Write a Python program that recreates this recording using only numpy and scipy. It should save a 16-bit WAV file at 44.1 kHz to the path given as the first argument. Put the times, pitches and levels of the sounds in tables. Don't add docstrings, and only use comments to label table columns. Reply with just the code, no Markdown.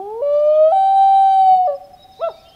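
import sys
import numpy as np
from scipy import signal
from scipy.fft import rfft, irfft
from scipy.io import wavfile
from scipy.ndimage import uniform_filter1d

SR = 44100
rng = np.random.default_rng(int(sys.argv[2]) if len(sys.argv) > 2 else 0)


def voltage_ratio(level):
    return 10 ** (np.asarray(level, float) / 20)


def wav_record(signal):
    frames = np.transpose(np.atleast_2d(signal))
    bounded = np.clip(frames, -1, 1)
    quanta = np.round(bounded * 32767).astype(np.int16)
    wavfile.write(sys.argv[1], SR, quanta)


N = 112454


def rms_one(x):
    return x / np.sqrt(np.mean(x ** 2) + 1e-20)


def drift(rate):
    r = np.exp(-80 * np.pi * rate / SR)
    slow = signal.lfilter([1], [1, -2 * r, r * r], rng.standard_normal(N // 40 + 2002))[2000:]
    return np.interp(np.arange(N) / 40, np.arange(len(slow)), rms_one(slow))


def band(low_hz, high_hz):
    sos = signal.butter(2, [low_hz, high_hz], "band", fs=SR, output="sos")
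    return rms_one(signal.sosfilt(sos, rng.standard_normal(N)))


def scatter(x, t60_s, build_s):
    t = np.arange(N) / SR
    tail = rng.standard_normal(N) * voltage_ratio(-60 * t / t60_s) * np.clip((t - .01) / build_s, 0, 1)
    return signal.fftconvolve(x, tail / np.sqrt(np.sum(tail ** 2)))[:N]


def glide(start_s, length_s, from_hz, to_hz, db):
    u = np.clip((np.arange(N) / SR - start_s) / length_s, 0, 1)
    phase = 2 * np.pi * length_s * (from_hz * u + (to_hz - from_hz) * u ** 2 / 2)
    return voltage_ratio(db) * np.sqrt(2) * np.sin(np.pi * u) * np.sin(phase)


def throat_overtones(pitch, phase):
    # centre in Hz, width in Hz, gain in dB.
    throat = [(1830, 40, -10.0), (5190, 200, -28.0), (5900, 130, 9.0), (6900, 400, -12.0), (8450, 350, 8.0),
              (9000, 120, -14.0)]
    lag = .9
    waves = []
    for k in range(1, 17):
        gain_db = sum(peak_db * np.exp(-((k * pitch - centre) / width) ** 2)
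                      for centre, width, peak_db in throat)
        waves.append(np.cos(k * phase + lag * k ** 2) * voltage_ratio(gain_db))
    return waves


def register_gates(registers):
    edge_s, sag_from_s, sag_blend_s = .006, 1.25, .3
    t = np.arange(N) / SR
    starts = [rows[0][0] for rows in registers]
    ends = [rows[-1][0] for rows in registers]
    gates = []
    for before, start, end, after in zip([-1] + ends, starts, ends, starts[1:] + [N / SR]):
        times = [max(before, start - edge_s), start, end, min(after, end + edge_s)]
        gates.append(np.interp(t, times, [0, 1, 1, 0]))
    top = np.interp(t, [ends[1], starts[2], ends[3], starts[4]], [0, 1, 1, 0])
    sagging = np.clip((t - sag_from_s) / sag_blend_s, 0, 1)
    gates[2:4] = top * (1 - sagging), top * sagging
    return gates


def loon():
    # time in seconds, pitch in Hz, level in dB, overtone lift from the open bill in dB.
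    low = [(0.0, 374, -28, 5.5), (0.028, 393, -31.5, 5), (.08, 414.3, -28, 0.5), (0.13, 439, -25.5, -3.5),
           (.18, 463.8, -25.5, -9.5), (0.212, 481, -21, -12.5)]
    middle = [(.222, 570.4, -18, -5), (.29, 578.4, -16.5, 0.5), (.35, 586.5, -14, -0.5),
              (.44, 598, -16, 0.5), (.485, 605.8, -14, 0.5), (.625, 624, -10, -3.5), (.68, 633.7, -10, -2),
              (.706, 648, -18, 1.5), (.72, 673.5, -16.5, 1)]
    last = [(1.677, 588.8, -17, -1.5), (1.7, 578, -15, -2.5), (1.72, 562, -22, -1.5),
            (1.748, 558.5, -23, -2), (1.76, 559.6, -27.5, -20.5), (1.8, 567, -51, -28.5),
            (1.88, 573.2, -47, -21), (1.91, 557.5, -61, -22)]
    hoot = [(2.196, 440, -38, 4), (2.208, 500, -31, 3), (2.22, 648, -22, -3), (2.243, 676, -15.5, 0),
            (2.265, 670, -19.5, -1), (2.278, 652, -15.5, -7), (2.285, 632, -20, -15)]
    hoot_fall = [(2.289, 497, -33, -5), (2.305, 400, -37, -8), (2.325, 340, -56, 0)]
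    # time in seconds, level in dB, overtone lift in dB.
    high = [(.724, -13, -2.5), (.77, -12.5, -0.5), (.86, -12, -1), (.94, -13, -1), (1.02, -10.5, -1),
            (1.11, -11.5, -0.5), (1.2, -11, -1.5), (1.27, -11, -1), (1.32, -12, 1.5)]
    sag = [(1.36, -11, 0), (1.405, -9.5, -1), (1.45, -12.5, 1.5), (1.49, -8.5, -0.5), (1.54, -13, 1.5),
           (1.572, -17.5, 4), (1.595, -12, -7), (1.64, -15, -4), (1.672, -15.5, -7)]
    # time in seconds, pitch in Hz.
    top_pitch = [(.72, 772), (.8, 772), (.96, 780), (1.2, 778.5), (1.35, 772), (1.4, 768.5), (1.5, 753.5),
                 (1.6, 737), (1.672, 727)]
    # multiple of the pitch [1], level in dB.
    low_tones = [(1, -2), (2, -5.5), (3, -32.5), (4, -48.5)]
    middle_tones = [(1, 1), (2, -22.5), (3, -44.5), (4, -41.5), (5, -41), (6, -45.5), (7, -45), (8, -48.5),
                    (9, -62.5), (10, -60), (11, -64), (12, -66), (13, -70), (14, -69.5), (15, -65.5),
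                    (16, -71)]
    high_tones = [(1, 1), (2, -37.5), (3, -41.5), (4, -35.5), (5, -34.5), (6, -46.5), (7, -57.5),
                  (8, -53.5), (9, -66), (10, -53), (11, -62.5), (12, -49), (13, -56.5), (14, -60),
                  (15, -67), (16, -65)]
    sag_tones = [(1, 0.5), (2, -53.5), (3, -42), (4, -38.5), (5, -41), (6, -42.5), (7, -60), (8, -73),
                 (9, -63.5), (10, -55.5), (11, -63.5), (12, -64.5), (13, -67), (14, -71.5), (15, -78.5),
                 (16, -67)]
    last_tones = [(1, -0.5), (2, -20.5), (3, -35.5), (4, -60.5), (5, -44), (6, -50), (7, -47.5), (8, -50.5)]
    hoot_tones = [(1, -0.5), (2, -10.5), (3, -38.5), (4, -30.5), (5, -34), (6, -61)]
    fall_tones = [(1, -2), (2, 3.5), (3, -13), (4, -20)]
    waver, shimmer_db, fade_in_s = .0004, 1.5, .0015

    high, sag = ([(s, np.interp(s, *np.transpose(top_pitch)), db, lift) for s, db, lift in rows]
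                 for rows in (high, sag))
    registers = [low, middle, high, sag, last, hoot, hoot_fall]
    tones = [low_tones, middle_tones, high_tones, sag_tones, last_tones, hoot_tones, fall_tones]

    t = np.arange(N) / SR
    s, hz, db, lift = np.concatenate(registers).T
    pitch = np.interp(t, s, hz)
    effort = np.interp(t, s, db)
    bill = np.interp(t, s, lift)
    phase = 2 * np.pi * np.cumsum(pitch * (1 + waver * drift(25))) / SR
    waves = throat_overtones(pitch, phase)
    shimmer = [0] + [(bill + shimmer_db * drift(21)) * (0.8 + 0.18 * k) for k in range(15)]

    voice = np.zeros(N)
    for gate, register_tones in zip(register_gates(registers), tones):
        for k, (_, tone_db) in enumerate(register_tones):
            voice += gate * voltage_ratio(effort + tone_db + shimmer[k]) * np.sqrt(2) * waves[k]
    return voice * np.clip(t / fade_in_s, 0, 1)


def shore(voice):
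    # delay in seconds, level in dB.
    banks = [
        (.02, -19),
        (.04, -20.5),
        (.06, -22),
        (.085, -37),
        (.15, -37),
        (.21, -33),
        (.32, -35.5),
    ]
    t = np.arange(N) / SR
    dull = signal.sosfilt(signal.butter(2, 6900, fs=SR, output="sos"), voice)
    slaps = sum(voltage_ratio(db) * np.interp(t - delay_s, t, dull, left=0) for delay_s, db in banks)
    haze = voltage_ratio(-23.5) * scatter(dull, t60_s=.8, build_s=.02)
    far = voltage_ratio(-34.5) * scatter(dull, t60_s=3.5, build_s=.25)
    earlier_wail = voltage_ratio(-54) * band(770 - 12, 770 + 6)
    return slaps + earlier_wail + haze + far


def trill_bird():
    start_s, gap_s, note_s = 1.652, .0922, 0.032
    high_hz, low_hz, level_db = 5323, 5005, -54.5
    trill = np.zeros(N)
    for k in range(10):
        note_db = level_db + rng.normal(0, 1) - 4.3 * (k == 0)
        trill += glide(start_s + k * gap_s, note_s, high_hz, low_hz, note_db)
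    return trill


def thrush():
    # start in seconds, length in seconds, from pitch in Hz, to pitch in Hz, level in dB.
    whistles = [(.01, .02, 3300, 3250, -64), (.053, .018, 3400, 3300, -67), (.51, .08, 3340, 3410, -55),
                (.58, .06, 3270, 3000, -59), (1.968, .1, 3800, 3820, -49.5), (2.05, .16, 3780, 3660, -58),
                (2.3, .14, 4050, 3450, -61), (2.15, .11, 3930, 3950, -54), (2.18, .1, 3700, 3700, -53),
                (2.265, .075, 3700, 3710, -47.5), (2.35, .06, 3700, 3670, -56),
                (2.27, .055, 4050, 4550, -65), (2.31, .065, 4600, 4630, -59), (2.39, .06, 4630, 4620, -62),
                (2.325, .05, 2290, 2310, -61), (2.36, .065, 2310, 2630, -60),
                (2.435, .045, 3450, 3750, -58), (2.435, .09, 3130, 3170, -56), (2.44, .08, 2680, 3000, -58),
                (2.495, .08, 2900, 3450, -52), (2.08, .09, 6150, 6200, -73)]
    flutter_db, flutter_delay_s = 2.0, .00003
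    song = sum(glide(*row) for row in whistles) * voltage_ratio(flutter_db * drift(48))
    song = signal.resample(song, 2 * N)
    t = np.arange(N) / SR
    return np.interp(t + flutter_delay_s * drift(42), np.arange(2 * N) / (2 * SR), song)


def buzz_bird():
    start_s, rise_s, decay_s, level_db = 2.125, 0.015, 0.6, -60.5
    age = np.arange(N) / SR - start_s
    envelope = np.clip(age / rise_s, 0, 1) * np.exp(-age / decay_s)
    return voltage_ratio(level_db + 2 * drift(35.3)) * envelope * band(3520, 5500)


def songbirds():
    trill = trill_bird()
    song = thrush()
    leaves = signal.butter(2, 3280, "high", fs=SR, output="sos")
    scattered = scatter(signal.sosfilt(leaves, .4 * trill + song), t60_s=0.32, build_s=0.079)
    return trill + song + buzz_bird() + voltage_ratio(0.5) * scattered


def frog():
    # start in seconds, length in seconds, pitch in Hz, level in dB.
    grunts = [
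        (1.42, 0.053, 162, -50),
        (1.51, 0.035, 160, -46),
        (1.545, .045, 166.2, -49),
    ]
    return sum(glide(start_s, length_s, hz, hz, db) for start_s, length_s, hz, db in grunts)


def drip():
    # start in seconds, level in dB.
    start_s, level_db = (.103, -53)
    decay_s = .002
    age = np.arange(N) / SR - start_s
    return voltage_ratio(level_db) * (age > 0) * np.exp(-np.abs(age) / decay_s) * band(1900, 5000)


def air():
    # frequency in Hz, level in dB.
    colour = [(20, -13.5), (60, -2), (200, -4.5), (500, -10.5), (1200, -17.5), (4000, -22.5), (7000, -29),
              (16000, -28)]
    rumble_hz, rumble_db = 62, -60
    points_hz, points_db = np.transpose(colour)
    hz = np.fft.rfftfreq(N, 1 / SR) + 1
    tilt = voltage_ratio(np.interp(np.log(hz), np.log(points_hz), points_db))
    hiss = irfft(rfft(rng.standard_normal(N)) * tilt, N)
    rumble = voltage_ratio(rumble_db + 0.66 * drift(4.6)) * band(rumble_hz * 0.081, rumble_hz * 1.5)
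    return voltage_ratio(-55) * rms_one(hiss) + rumble


def scene():
    voice = loon()
    return (voice + shore(voice) + songbirds() + frog() + drip() + air())[None]


def top_cut(x):
    return signal.sosfilt(signal.butter(12, 16500, fs=SR, output="sos"), x)


def record(dry):
    mask_from_hz, mask_db, patch_db = 4800, -74, 5.0
    hz, _, z = signal.stft(dry[0], SR, nperseg=1024)
    loudest = uniform_filter1d(np.abs(z).max(axis=0), size=5)
    patches = uniform_filter1d(rng.standard_normal((len(hz) // 12 + 1, z.shape[1])), size=9) * 3
    limit = loudest * voltage_ratio(mask_db + patch_db * np.repeat(patches, 12, axis=0)[:len(hz)])
    near = uniform_filter1d(np.abs(z), size=3, axis=0)
    spared = (near > limit) | (hz[:, None] < mask_from_hz)
    kept = signal.istft(z * spared, SR, nperseg=1024)[1][None, :N]
    mix = signal.sosfilt(signal.cheby2(16, 40, 15900, fs=SR, output="sos"), kept)
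    return top_cut(mix)


dry = scene()
out = record(dry)
wav_record(out)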